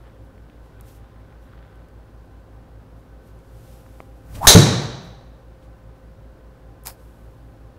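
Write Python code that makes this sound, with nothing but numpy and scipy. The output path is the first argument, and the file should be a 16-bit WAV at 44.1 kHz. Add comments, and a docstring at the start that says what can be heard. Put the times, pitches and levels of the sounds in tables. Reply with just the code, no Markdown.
"""Golf drive in an indoor bay

One clip-on microphone that overloads; a golfer drives a ball into a hanging screen.
Throughout, two machines hum a few hertz apart as beating sines, over fan tones and duct air of filtered noise.
Cloth and shoes rustle as swelling grains of noise; ticks, a knock and a late crackle sit close to the microphone.
The shaft whooshes as noise in a moving band, and the hollow head cracks the ball as ringing modes.
The ball booms into the screen, and the bay rings out as noise decaying band by band."""
import sys
import numpy as np
from scipy import signal
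from scipy.fft import rfft, irfft, next_fast_len
from scipy.io import wavfile

SR = 44100
rng = np.random.default_rng(int(sys.argv[2]) if len(sys.argv) > 2 else 0)


def store_pcm(level_fs):
    """Save levels as 16-bit WAV."""
    pcm = np.round(np.clip(level_fs, -1, 1) * 32767).astype(np.int16)
    wavfile.write(sys.argv[1], SR, np.atleast_2d(pcm).T)


N = 343098
TIME = np.arange(N) / SR

# Levels are those ahead of the microphone input; "relative" ones are scaled where they are used.
# Hum of two motors: [f/Hz, rms level/dB]
MOTOR_HUM = [(53.93, -48), (59.05, -50)]
# Overtones of the hum: [multiple of first motor, multiple of second motor, rms level/dB]
HUM_OVERTONES = [(2, 0, -58), (1, 1, -68.5), (0, 2, -63), (3, 0, -61.5)]
# A fan's blade tone, drifting slightly in pitch: [t/s, f/Hz, rms level/dB]
BLADE_DRIFT = [(0, 522.7, -63), (3.3, 525.3, -64.5), (3.7, 523.7, -58.5), (7.78, 523.4, -61)]
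# Wavering fan tones: [f/Hz, bandwidth/Hz, rms level/dB]
WAVERING_TONES = [(108.55, 27, -51.5), (265, 1.3, -64), (537, 3, -67.5), (794, 2.9, -68.5),
                  (1028, 3.5, -71), (1520, 1.4, -72.5)]
# Air of fans and ducts: [f/Hz, relative level/dB per Hz]
DUCT_COLOUR = [(15, -49), (30, -29), (42, -20.5), (59, -22.5), (82, -24.5), (114, -11), (134, -16.5),
               (280, -16.5), (489, -20), (817, -26), (1560, -31.5), (2160, -39.5), (4500, -46), (7000, -52),
               (16000, -54)]

# Separate shirt rustles, rise and fall spanning 20 dB: [peak t/s, peak level/dB, rise/s, fall/s, treble lift/dB]
SHIRT_RUSTLES = [(.02, -72, .1, .2, -1), (.25, -75, .05, .06, 3), (.66, -69, 0.081, .12, -3),
                 (.885, -57.5, 0.083, 0.11, 0.5), (.96, -67, .08, .05, 5), (1.43, -74, .05, .12, 6),
                 (2.99, -75, .06, .15, 4), (3.28, -66, 0.092, .1, 1), (4.17, -79, .03, .04, 2),
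                 (4.354, -40.5, .018, .045, -10), (4.84, -58, .07, .06, 0), (5.05, -64, .06, .1, 0),
                 (5.635, -62, .03, .07, -12), (5.98, -75, .04, .05, 0), (7.0, -68, .1, 0.82, 3)]
# Shirt stretching through the backswing: [t/s, level/dB]
SHIRT_STRETCH = [(3.35, -78), (3.55, -65), (3.73, -59), (3.79, -61), (3.84, -66), (4.01, -64), (4.12, -74),
                 (4.28, -69), (4.33, -70)]
# Colour of sliding cloth: [f/Hz, relative level/dB per Hz]
CLOTH_COLOUR = [(1500, -7.5), (2800, -1), (4200, -3.5), (7000, -4.5), (10000, -3.5), (13600, -3),
                (16000, -13)]
# Feet shifting on the turf: [peak t/s, peak level/dB]
SHOE_SCUFFS = [(.07, -57), (.35, -72), (.54, -60), (.8, -59.5), (1.04, -60.5), (1.17, -66), (1.32, -61),
               (1.53, -58.5), (1.63, -63), (1.7, -63), (1.8, -65), (1.92, -73)]
# Colour of shoes on turf: [f/Hz, relative level/dB per Hz]
TURF_COLOUR = [(600, 9.0), (1500, 14.5), (2600, 2), (3600, 1.5), (5000, -11.0), (9000, -66)]
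# Small ticks near the microphone: [t/s, peak level/dB, f/Hz, ring/cycles]
CLOSE_TICKS = [(.38, -45, 2000, 2.8), (0.499, -43, 2530, 2.5), (0.81, -29, 11000, 2.6),
               (1.325, -48, 2200, 2.5), (1.535, -42, 1400, 5.3), (1.591, -47, 3000, 2.2),
               (1.65, -52, 1800, 3), (1.758, -50, 10000, 2.5), (1.886, -47, 9000, 1.5),
               (2.26, -52, 11000, 2.5), (3.39, -50, 8500, 4), (3.864, -38, 1216, 1.3),
               (5.627, -47, 3000, 1.9), (6.8375, -34, 11500, 4), (6.856, -25, 9000, 1.8),
               (6.8608, -22, 6500, 1.5), (6.864, -31, 9500, 1.5), (6.8707, -11.5, 8650, 1),
               (6.8712, -7, 11500, 1.5), (6.875, -32, 5000, 1.5), (6.8772, -24, 11500, 1.8),
               (6.899, -29, 4500, 1.5), (6.904, -35, 1500, 1.1)]
# What the knock at the top of the backswing rings with: [f/Hz, level/dB, t60/s]
KNOCK_MODES = [(740, -23, 0.0047), (1150, -28, 0.0062), (2140, -28.5, 0.0062), (4700, -41, 0.0071),
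               (14500, -28, 0.0027)]

# Downswing: [t/s, f/Hz of air shed by the shaft, whoosh level/dB, low rush level/dB, hiss level/dB]
DOWNSWING = [(4.25, 300, -79, -52, -90), (4.3, 346, -68, -42.5, -75), (4.36, 423, -58, -33, -62),
             (4.395, 560, -58, -32.5, -64), (4.41, 696, -34, -37, -56.5), (4.43, 850, -24.5, -33, -44),
             (4.45, 1000, -18.5, -27, -36), (4.468, 1103, -28.5, -21.5, -37),
             (4.49, 1107, -33.5, -44.5, -49.5), (4.52, 988.4, -72, -74, -79)]
# Air pushed by the club head: [f/Hz, relative level/dB per Hz]
RUSH_COLOUR = [(20, -11), (50, -6), (110, -4.0), (250, -20), (600, -26.5), (3000, -44.5)]
# Hiss of the club head: [f/Hz, relative level/dB per Hz]
HISS_COLOUR = [(1500, -8), (3000, -2.5), (6000, -5.5), (10000, -1.5), (16000, -3.5)]

# Ball squashed on the face: [f/Hz, relative level/dB per Hz]
CRACK_COLOUR = [(40, -4.5), (100, -7.5), (250, -2.5), (500, 0.5), (800, -0.5), (1300, -6.5), (2000, -5),
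                (3000, -12), (4000, -6.5), (5000, -6), (8000, -5), (12000, -6.5), (16000, -12.5)]
# Nearly even blow that sets the head ringing: [f/Hz, relative level/dB per Hz]
BLOW_COLOUR = [(40, 0.00046), (16000, 0.0003)]
# Modes of the hollow club head: [f/Hz, relative level/dB, t60/s]
HEAD_MODES = [(3950, -4, .009), (3997, -0.5, .010), (4420, -4, .006), (5200, -7.5, .005),
              (5750, -2.5, .007), (6280, -2, 0.0087), (6250, -9.5, 0.0033), (8600, -8.5, .003),
              (10000, -9.5, .003)]
# Snap of the strike: [f/Hz, relative level/dB per Hz]
SNAP_COLOUR = [(300, -3.5), (1200, 1), (3000, -10.5), (16000, -23.5)]
# Air of the strike reaching the microphone: [f/Hz, relative level/dB, t60/s]
PUFF_MODES = [(35, -0.5, .1), (72, -3, 0.12), (136, 1, 0.027), (260, -8.5, .02)]
# Modes of the screen and the air behind it: [f/Hz, relative level/dB, t60/s]
SCREEN_MODES = [(106.7, -10.5, .3), (142.5, -13.5, 0.16), (175.7, -9.5, 0.11), (209, -7.5, 0.072),
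                (314, -20.5, 0.11), (439, -7.5, 0.092), (584, -15, 0.052)]
# Cloth of the screen whipped back: [f/Hz, relative level/dB per Hz]
SLAP_COLOUR = [(40, -46), (70, -16), (100, 7), (160, 9.5), (210, 1.5), (280, -3.5), (420, -6), (600, -17),
               (900, -22), (1500, -19.5), (4000, -44)]
# Decay of the bay: [f/Hz, t60/s]
BAY_DECAY = [(60, .9), (120, .85), (250, .75), (500, 1.0), (1000, 1.1), (2000, .92), (4000, .88),
             (6000, .72), (8000, .54), (11000, .38), (16000, .26)]

# Short close crackle in four bursts: [peak t/s, peak level/dB, rise/s, fall/s]
CRACKLE_BURSTS = [(6.851, -54, .004, .006), (6.862, -33, 0.0086, 0.008), (6.877, -31.5, 0.01, 0.024),
                  (6.9, -44.5, 0.023, 0.049)]
# Colour of the crackle: [f/Hz, relative level/dB per Hz]
GRIT_COLOUR = [(150, -25), (400, 6.5), (1000, 6), (3800, -9), (5080, 3.5), (6040, -6.5), (11800, 1.5),
               (16000, -3)]

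HUM_NULL_S = .13   # the two motors are in opposition here
AIR_DB = -51.5
TREBLE_FROM_HZ = 7000
SWELL_POWER = 1.1   # 1 is a pointed swell, 2 a rounded one
SCUFF_RISE_S, SCUFF_FALL_S = 0.14, .12
KNOCK_S, STRIKE_S, SCREEN_S = 4.0036, 4.4700, 4.5505
PUFF_DELAY_S = 0.0054
WALL_ECHO_S, WALL_ECHO_DB = 0.033, -8   # the snap returns from the far wall
CRACKLE_SPREAD_DB = 5
CUTOFF_HZ = 15750


def amp(db):
    """Turns decibels into gain."""
    return 10 ** (np.asarray(db) / 20)


def rms_one(x):
    """Scales to rms 1."""
    return x / np.sqrt(np.mean(x ** 2) + 1e-20)


def level(rows, column=1):
    """Gain in time from a dB column; silent outside the table."""
    rows = np.array(rows)
    return amp(np.interp(TIME, rows[:, 0], rows[:, column], left=-200, right=-200))


def swells(rows):
    """Gain in time of swells given as (peak s, peak dB, rise s, fall s)."""
    out = np.zeros(N)
    for s, db, rise, fall in rows:
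        near = slice(max(0, round((s - 3 * rise) * SR)), round((s + 3 * fall) * SR))
        away = np.abs(TIME[near] - s) / np.where(TIME[near] < s, rise, fall)
        out[near] += amp(db - 20 * away ** SWELL_POWER)
    return out


def at_hz(points, hz):
    """Reads a table on a log-frequency axis."""
    points = np.array(points)
    return np.interp(np.log(hz), np.log(points[:, 0]), points[:, 1])


def coloured(x, spectrum):
    """Filters x by a spectrum in dB per Hz."""
    size = next_fast_len(len(x))
    hz = np.arange(1, size // 2 + 2) * SR / size
    return irfft(rfft(x, size) * amp(at_hz(spectrum, hz)), size)[:len(x)]


def noise(spectrum):
    """Coloured noise of rms 1."""
    return rms_one(coloured(rng.standard_normal(N), spectrum))


def grains(per_s, spread_db, smooth):
    """Random tiny slips of uneven size over a smooth hiss."""
    sizes = amp(spread_db * np.minimum(rng.exponential(1, N), 5)) * rng.choice([-1, 1], N)
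    slips = sizes * (rng.random(N) < per_s / SR)
    return rms_one(slips) + smooth * rng.standard_normal(N)


def ring(x, hz, t60):
    """A two-pole resonator: a unit click sets a sine of height 1 ringing."""
    radius = amp(-60 / (t60 * SR))
    turn = 2 * np.pi * hz / SR
    return signal.lfilter([0, np.sin(turn)], [1, -2 * radius * np.cos(turn), radius * radius], x + 1e-18)


def struck(start, modes, contact):
    """A push that peaks after `contact` seconds rings all modes of a body."""
    age = np.maximum(TIME - start, 0) / contact
    push = age * np.exp(-age) / (contact * SR)
    return sum(amp(db) * ring(push, hz, t60) for hz, db, t60 in modes)


def burst(start, spectrum, t60, rise):
    """Coloured noise that starts sharply and dies."""
    age = np.maximum(TIME - start, 0)
    return noise(spectrum) * (1 - np.exp(-age / rise)) * amp(-60 * age / t60)


def hum():
    """Two motors of unlike speed beat about five times a second; a blade tone drifts above them."""
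    (hz_a, db_a), (hz_b, db_b) = MOTOR_HUM
    a = 2 * np.pi * hz_a * (TIME - HUM_NULL_S)
    b = 2 * np.pi * hz_b * (TIME - HUM_NULL_S) + np.pi
    out = amp(db_a) * np.sin(a) + amp(db_b) * np.sin(b)
    out += sum(amp(db) * np.cos(m * a + n * b) for m, n, db in HUM_OVERTONES)
    blade_hz = np.interp(TIME, *np.transpose(BLADE_DRIFT)[:2])
    out += level(BLADE_DRIFT, column=2) * np.sin(2 * np.pi * np.cumsum(blade_hz) / SR)
    return np.sqrt(2) * out   # a sine's peak from its rms


def fans_and_ducts():
    """Noise through narrow resonances wavers as fan tones, over broad duct air."""
    white = rng.standard_normal(N)
    out = amp(AIR_DB) * noise(DUCT_COLOUR)
    for hz, width, db in WAVERING_TONES:
        t60 = np.log(1000) / np.pi / width   # a narrower resonance rings longer
        out += amp(db) * rms_one(ring(white, hz, t60))
    return out


def shirt():
    """Cloth slides on the body; each rustle has its own share of treble."""
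    cloth = rms_one(coloured(grains(3000, spread_db=1.5, smooth=1.5), CLOTH_COLOUR))
    dull = signal.sosfiltfilt(signal.butter(1, TREBLE_FROM_HZ, fs=SR, output="sos"), cloth)
    dull_gain = swells([row[:4] for row in SHIRT_RUSTLES])
    treble_gain = swells([(s, db + lift_db, rise, fall) for s, db, rise, fall, lift_db in SHIRT_RUSTLES])
    return dull * dull_gain + (cloth - dull) * treble_gain + cloth * level(SHIRT_STRETCH)


def shoes():
    """Soles scrape the turf in many small slips that swell and fade."""
    scrape = rms_one(coloured(grains(400, spread_db=3.0, smooth=0.63), TURF_COLOUR))
    return scrape * swells([(s, db, SCUFF_RISE_S, SCUFF_FALL_S) for s, db in SHOE_SCUFFS])


def ticks():
    """Each close tick is a short sine that swells and dies."""
    out = np.zeros(N)
    for s, db, hz, cycles in CLOSE_TICKS:
        turns = np.arange(1500) * hz / SR
        swell = turns * 5 / cycles   # a tick swells for a fifth of its cycles, then dies
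        out[round(s * SR):][:1500] += amp(db) * swell * np.exp(1 - swell) * np.sin(2 * np.pi * turns)
    return out


def knock():
    """One dry knock at the top of the backswing: a very short push on quickly damped modes."""
    return struck(KNOCK_S, KNOCK_MODES, contact=5e-5)


def swing():
    """Vortices leave the shaft at a pitch set by its speed; the head pushes a low rush of air and hisses."""
    rows = np.array(DOWNSWING)
    white, whoosh, state = rng.standard_normal(N), np.zeros(N), np.zeros((2, 2))
    first, last = round(rows[0, 0] * SR), round(rows[-1, 0] * SR)
    for i in range(first, last, 64):   # the band moves every 64 samples
        hz = np.interp(i / SR, rows[:, 0], rows[:, 1])
        band = signal.butter(2, [hz * .85, hz * 1.15], "band", fs=SR, output="sos")
        whoosh[i:i + 64], state = signal.sosfilt(band, white[i:i + 64], zi=state)
        whoosh[i:i + 64] /= np.sqrt(.8 * hz / SR)   # evens out the changing bandwidth
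    out = level(DOWNSWING, column=2) * whoosh
    out += level(DOWNSWING, column=3) * noise(RUSH_COLOUR)
    return out + level(DOWNSWING, column=4) * noise(HISS_COLOUR)


def room(start, spectrum, build, early_db, early_t60):
    """The bay answers a coloured click: echoes pile up, near walls die first, each third-octave at its rate."""
    age, tail = TIME[:int(1.6 * SR)], 0
    edges = 30 * 2 ** np.arange(0, 9.3, 1 / 3)
    white = rng.standard_normal((2, len(age)))
    for k, (low, high) in enumerate(zip(edges, edges[1:])):
        # neighbouring bands take different noise
        band = signal.sosfilt(signal.butter(2, [low, high], "band", fs=SR, output="sos"), white[k % 2])
        hz = np.sqrt(low * high)
        tail = tail + band * amp(at_hz(spectrum, hz) - 60 * age / at_hz(BAY_DECAY, hz))
    early = amp(early_db - 60 * age / early_t60)
    tail = tail * (1 - np.exp(-age / build)) * (1 + early)
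    return np.r_[np.zeros(round(start * SR)), tail, np.zeros(N)][:N]


def crack():
    """The ball squashes on the face, heard through the bay's answer."""
    return amp(-0.5) * room(STRIKE_S, CRACK_COLOUR, build=0.0036, early_db=3.5, early_t60=0.13)


def club_head():
    """The hollow head's modes ring, driven by the bay's answer to a nearly even blow."""
    blow = amp(-27.5) * room(STRIKE_S, BLOW_COLOUR, build=PUFF_DELAY_S, early_db=10, early_t60=0.18)
    head = sum(amp(db) * ring(blow, hz, t60) for hz, db, t60 in HEAD_MODES)
    # the small shell radiates little below its first mode
    return signal.sosfilt(signal.butter(4, 3500, "high", fs=SR, output="sos"), head)


def snap():
    """A direct burst of noise from the strike, returned once by the far wall."""
    direct = amp(3.0) * burst(STRIKE_S, SNAP_COLOUR, t60=0.012, rise=.0003)
    return direct + amp(WALL_ECHO_DB) * np.roll(direct, round(WALL_ECHO_S * SR))


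def puff():
    """Air from the strike reaches the microphone as a few low damped modes."""
    return amp(-4.5) * struck(STRIKE_S + PUFF_DELAY_S, PUFF_MODES, contact=0.00029)


def screen():
    """The ball rings the screen and the air behind it; the cloth's slap is answered by the bay."""
    boom = amp(10.0) * struck(SCREEN_S, SCREEN_MODES, contact=1e-4)
    slap = amp(8.5) * room(SCREEN_S, SLAP_COLOUR, build=0.00077, early_db=11, early_t60=0.086)
    return boom + slap


def crackle():
    """Dense uneven grains swell in four short bursts close by."""
    grit = rms_one(coloured(grains(2400, spread_db=CRACKLE_SPREAD_DB, smooth=2.3), GRIT_COLOUR))
    return grit * swells(CRACKLE_BURSTS)


def scene():
    """Everything meets at one microphone."""
    machines = hum() + fans_and_ducts()
    golfer = shirt() + shoes() + ticks() + knock() + crackle()
    shot = crack() + club_head() + snap() + puff() + screen()
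    return (machines + golfer + swing() + shot)[None]


def record(dry):
    """The microphone input overloads almost squarely, and the top is cut."""
    clipped = 1.04 * dry / (1 + np.abs(dry) ** 10) ** .1
    top_cut = signal.ellip(12, .5, 55, CUTOFF_HZ, fs=SR, output="sos")
    return np.clip(signal.sosfilt(top_cut, clipped), -1, 1)


dry = scene()
out = record(dry)
store_pcm(out)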